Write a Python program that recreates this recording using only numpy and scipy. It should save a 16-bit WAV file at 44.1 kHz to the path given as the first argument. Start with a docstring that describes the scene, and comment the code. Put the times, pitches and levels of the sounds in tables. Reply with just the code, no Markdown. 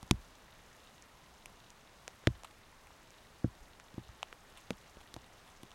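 """Forest camp after rain

Heavy drops thump a taut sheet close by, among a few dull low thuds; others tick on leaves around it. Each hit is
a contact click and a burst of noise, coloured by resonances; on the sheet, decaying modes join in.
A man steps through wet litter some way off: fading clusters of snaps. Behind lie the fine patter of far drips,
made of tiny random impacts, and the faint rush of a stream, made of shaped noise."""
import sys
import numpy as np
from scipy import signal
from scipy.fft import rfft, irfft
from scipy.io import wavfile
from scipy.ndimage import uniform_filter1d

SR = 44100
rng = np.random.default_rng(int(sys.argv[2]) if len(sys.argv) > 2 else 0)


def to_wav(sig):
    """Store sig (one row per channel, or 1-D mono) as 16-bit WAV at the path in sys.argv[1].

    Samples outside -1..1 are clipped; the rate is SR.
    """
    pcm = np.clip(np.atleast_2d(sig), -1, 1) * 32767
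    pcm = np.round(pcm).astype(np.int16)
    wavfile.write(sys.argv[1], SR, pcm.T)  # frames by channels


N = 253134  # samples


def undb(db):
    """Decibels to amplitude gain."""
    return 10 ** (np.asarray(db) / 20)


def level(x, db):
    """Set the rms level."""
    return x * undb(db) / np.sqrt(np.mean(x ** 2))


def burst(x, db, span_s=.005):
    """Give a short sound the energy of span_s seconds at this rms level."""
    return x * undb(db) * np.sqrt(span_s * SR / np.sum(x ** 2))


def filt(x, hz, kind, order=2):
    """Causal Butterworth low-, high- or band-pass."""
    return signal.sosfilt(signal.butter(order, hz, kind, fs=SR, output="sos"), x)


def add(out, start_s, x):
    """Mix a sound in at its start time, cut at the end of the scene."""
    i = max(int(start_s * SR), 0)
    out[i:i + len(x)] += x[:max(len(out) - i, 0)]


def walk(rate_hz):
    """Slow random wander: normal knots at this rate, joined by straight lines."""
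    knots = rng.standard_normal(256)
    return 1.03 * np.interp(np.arange(N) / SR * rate_hz, np.arange(len(knots)), knots)


def clicks(size, rate_hz, spread_db):
    """Random tiny impacts of either sign, a few much stronger than the rest."""
    chance = rng.random(size)
    sign = rng.choice([-1, 1], size)
    strength = rng.exponential(size=size)
    return (chance < rate_hz / SR) * sign * undb(spread_db * np.minimum(strength, 4))


def causal(gain):
    """Minimum-phase response with this gain, by folding the cepstrum: it rings only after the blow."""
    cepstrum = irfft(np.log(gain))
    cepstrum[1:len(gain) - 1] *= 2
    cepstrum[len(gain):] = 0
    return np.exp(rfft(cepstrum))


def far_drips():
    """Many small drips through the wood, on leaves of different sizes, blurred by the trunks."""
    # Each row: time in seconds, level in dB; interpolated.
    patter = [(0.0, -66.5), (0.25, -71), (0.88, -66.5), (1.18, -70.5), (4.33, -69.5), (4.8, -67.5),
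              (5.39, -70), (5.74, -69)]
    out = 0
    t = np.arange(SR // 30) / SR
    for hz, band_db in [(1800, 1.5), (3200, 3.5), (5800, 0), (9500, -5.0)]:
        tail = 0.077 * rng.standard_normal(len(t)) * np.exp(-t / 0.0054)
        scatter = signal.unit_impulse(len(t)) + tail
        drips = signal.fftconvolve(clicks(N, rate_hz=130, spread_db=3.5), scatter)[:N]
        out = out + level(filt(drips, (hz * 0.79, hz * 1.35), "band"), band_db)
    contour_db = np.interp(np.arange(N) / SR, *np.transpose(patter))
    return level(out, 0) * undb(contour_db)


def stream():
    """A distant, even rush of shaped noise whose octave bands flicker a little, partly together."""
    # Each row: frequency in Hz, relative spectral density in dB.
    spectrum = [(12, -13), (20, 4.5), (38, -4), (55, -2.5), (81, -4), (104, -5.5), (168, -7.5), (216, -8),
                (301, -10.5), (337, -10.5), (1030, -9), (1960, -15.5), (6720, -24.5), (14700, -34),
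                (16000, -33.5)]
    octave = np.log2(np.maximum(np.fft.rfftfreq(N, 1 / SR), 1))
    hz, density_db = np.transpose(spectrum)
    rush = rfft(rng.standard_normal(N)) * undb(np.interp(octave, np.log2(hz), density_db))
    out = 0
    swell = walk(2.37)  # shared by all bands
    for centre in np.arange(4, 15):  # log2 of Hz
        band = irfft(rush * np.maximum(1 - abs(octave - centre), 0), N)
        out = out + band * undb(0.33 * swell + 0.63 * walk(9.1))
    return level(out, -60)


def splash(slap_db, tick_db, tick_hz, spray_db, mist_db, rebound_ms, rebound_share, tick_width_hz):
    """One sharp contact, then a burst of noise as of droplets; the struck spot adds broad resonances."""
    splatter_ms, slap_share = 0.77, 0.29  # slap pitch as a share of the tick's
    spray_hz, mist_hz = 6250, 9860
    click_db = -21  # bare contact click under the resonances, relative to their mean power
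    t = np.arange(2048) / SR
    decay = np.exp(-t * 1000 / splatter_ms) + 0.015 * np.exp(-t / 0.0042)
    droplets = rng.standard_normal(len(t)) * decay
    force = rfft(burst(signal.unit_impulse(len(t)), 0) + burst(droplets, 4.0))
    smooth_power = uniform_filter1d(abs(force) ** 2, size=17)
    force = force * causal(smooth_power ** -.5)  # about equally strong at all pitches
    f = np.fft.rfftfreq(len(t), 1 / SR)
    octave = np.log2(f + 1)
    tick_width_octaves = tick_width_hz / tick_hz / np.log(2)
    power = 0
    for db, hz, width_octaves in [(slap_db, slap_share * tick_hz, .5), (tick_db, tick_hz, tick_width_octaves),
                                  (spray_db, spray_hz, .3), (mist_db, mist_hz, .25)]:
        hump = np.exp(-((octave - np.log2(hz)) / width_octaves) ** 2)
        power = power + undb(db) ** 2 * hump / hump.sum()
    # the struck spot snaps back a moment later: two clicks that cancel at some pitches
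    ripple = np.exp(-f / 9000) * np.cos(2 * np.pi * f * rebound_ms / 1000)
    power = power * (1 + rebound_share * ripple)
    click_power = undb(click_db) ** 2 * power.mean() / (1 + (f / 4000) ** 2)
    colour = causal(np.sqrt(power + click_power))
    return burst(irfft(force * colour), 10 * np.log10(power.sum()))


def thump(db, low_hz, soft_hz, contact_ms, echo_share):
    """A blow pushes the sheet into its modes; a soft one spares the high modes, one near the edge the low."""
    # Modes of the sheet. Each row: frequency in Hz, relative level in dB, t60 in seconds.
    sheet_modes = [(37, -7.5, 0.44), (61, 0, 0.18), (91.3, -5, 0.14), (121.4, 3.5, 0.08), (192.6, -4, 0.08),
                   (253, -5, 0.06), (339, 7, 0.035), (378, -8, 0.062), (484, 13, 0.02), (665, 12, 0.015)]
    edge_echo_ms = 4.54
    t = np.arange(SR // 2) / SR
    hz, mode_db, t60_s = np.transpose(sheet_modes)[:, :, None]
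    detune, spot = rng.standard_normal((2, len(hz), 1))  # small differences from blow to blow
    modes = undb(mode_db + 0.13 * spot) * np.sin(2 * np.pi * hz * (1 + 0.011 * detune) * t)
    swing = np.sum(modes * np.exp(-np.log(1000) * t / t60_s), axis=0)
    push = np.clip((contact_ms / 1000 - t) * SR, 0, 1)
    push = push * np.exp(-.45 * t * 1000 / contact_ms)  # the force eases during contact
    swing = signal.fftconvolve(swing, push)[:len(t)]  # weakens modes whose period equals the contact
    # the ripple comes back duller from the nearest edge
    returning = np.interp(t - edge_echo_ms / 1000, t, filt(swing, 400, "low", order=1), left=0)
    swing = swing + echo_share * returning
    return burst(filt(filt(swing, soft_hz, "low"), low_hz, "high"), db, span_s=.02)


def sheet_hits():
    """Drops splash and set the sheet swinging; a few dull low thuds, perhaps footfalls or the sheet flapping,
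    are played the same way."""
    # Each row: start in seconds, thump level in dB, thump high-pass corner in Hz, softness low-pass corner in Hz,
    # contact in ms, signed edge echo share, slap level in dB, tick level in dB, tick pitch in Hz,
    # spray level in dB, mist level in dB, rebound delay in ms.
    hits = [(0.0295, -48.5, 71, 1000, 2.55, 0.33, -50, -57.5, 3050, -57.5, -60, .2),
            (0.1108, -23.5, 93, 470, 2, 0.24, -30.5, -25.5, 2950, -31.5, -37.5, 0.84),
            (2.2718, -23.5, 105, 1090, 2.2, -0.3, -22.5, -25.5, 2000, -45, -50, .57),
            (3.4439, -27, 180, 338, 2.43, -0.26, -47.5, -78, 3500, -84, -83, 0.59),
            (3.606, -52.5, 30.2, 100, 7.8, .7, -65, -71, 3300, -84, -82, 0.89),
            (3.942, -53, 154, 170, 1.2, 0.1, -68, -64, 3500, -72, -75, .9),
            (3.9798, -39.5, 142, 453, 2.14, -0.04, -52, -80, 2800, -82, -83, 1),
            (4.09, -50, 39, 130, 2.9, -0.9, -58.5, -66, 3500, -74, -81, 1.4),
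            (4.706, -37, 247, 640, 2.6, 0.42, -37.5, -38, 2090, -50, -55.5, 0.81),
            (4.97, -54.5, 36, 400, 0.68, .6, -56, -62, 2000, -76, -82, 0.31),
            (5.1413, -55.5, 67, 400, 1, 0.1, -52.5, -48, 3900, -54, -55, 0.53),
            (5.164, -48, 163, 1050, 2.3, -.65, -49, -54, 2620, -63, -69, 0.17),
            (5.6325, -52, 175, 350, 1.7, 0.05, -55, -57, 3120, -64, -59.5, 0.32)]
    out = np.zeros(N)
    for start_s, db, low_hz, soft_hz, contact_ms, echo_share, *contact in hits:
        add(out, start_s, splash(*contact, rebound_share=0.86, tick_width_hz=1060))
        add(out, start_s, -thump(db, low_hz, soft_hz, contact_ms, echo_share))
    return out


def leaf_drops():
    """Drops on leaves tick without a thump; a stiff leaf rings in a narrower band."""
    # Each row: start in seconds, slap level in dB, tick level in dB, tick pitch in Hz, spray level in dB,
    # mist level in dB, tick width in Hz.
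    drops = [(1.0236, -74, -78, 3000, -56.5, -76, 800), (1.4583, -55.5, -48, 2460, -54.5, -55.5, 420),
             (1.704, -68, -63, 3000, -56, -71, 700), (2.079, -44.5, -44, 2000, -46, -59, 950),
             (2.2385, -56, -59, 1700, -79, -85, 500), (2.4347, -51, -56, 2600, -57, -64, 1300),
             (2.8709, -61, -59.5, 2250, -69, -68, 350), (2.906, -55, -79, 3100, -81, -80, 500),
             (3.1058, -65, -64, 2340, -60, -72, 350), (3.7993, -68, -53.5, 1580, -61, -74, 730),
             (4.2296, -36, -37.5, 2800, -49, -81, 620), (4.3275, -55, -46, 1500, -66, -71, 815),
             (5.7166, -59, -56.5, 3100, -65, -78, 560)]
    out = np.zeros(N)
    for start_s, *wet, width_hz in drops:
        add(out, start_s, splash(*wet, rebound_ms=0.716, rebound_share=0.34, tick_width_hz=width_hz))
    return out


def footsteps():
    """Each tread snaps a fading cluster of leaf ribs and twigs over a duller crush."""
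    # Each row: start in seconds, level in dB, fade time constant in seconds, crush level in dB re the step.
    steps = [(2.4455, -44.5, 0.0052, 1.5), (2.508, -57.5, 0.0051, -3), (4.5724, -50, .01, -7.5),
             (5.003, -59.5, 0.021, 2), (5.262, -60, 0.0082, -14), (5.46, -63, .056, 0.5)]
    out = np.zeros(N)
    t = np.arange(SR // 4) / SR
    for start_s, db, fade_s, crush_db in steps:
        snaps = clicks(len(t), rate_hz=3200, spread_db=4.5) * np.exp(-t / fade_s)
        for band_hz, part_db in [((700, 1250), crush_db), ((2100, 3900), -1), ((4500, 10500), -5.5)]:
            add(out, start_s, burst(filt(snaps, band_hz, "band"), db + part_db, span_s=fade_s / 2))
    return out


def scene():
    """Sheet, leaves, steps and the wood behind them, in one channel."""
    return (far_drips() + stream() + sheet_hits() + leaf_drops() + footsteps())[None]


def record(dry):
    """A steep elliptic low-pass cuts the top."""
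    top_hz = 15900
    return signal.sosfilt(signal.ellip(8, .2, 70, top_hz, fs=SR, output="sos"), dry)


dry = scene()
out = record(dry)
to_wav(out)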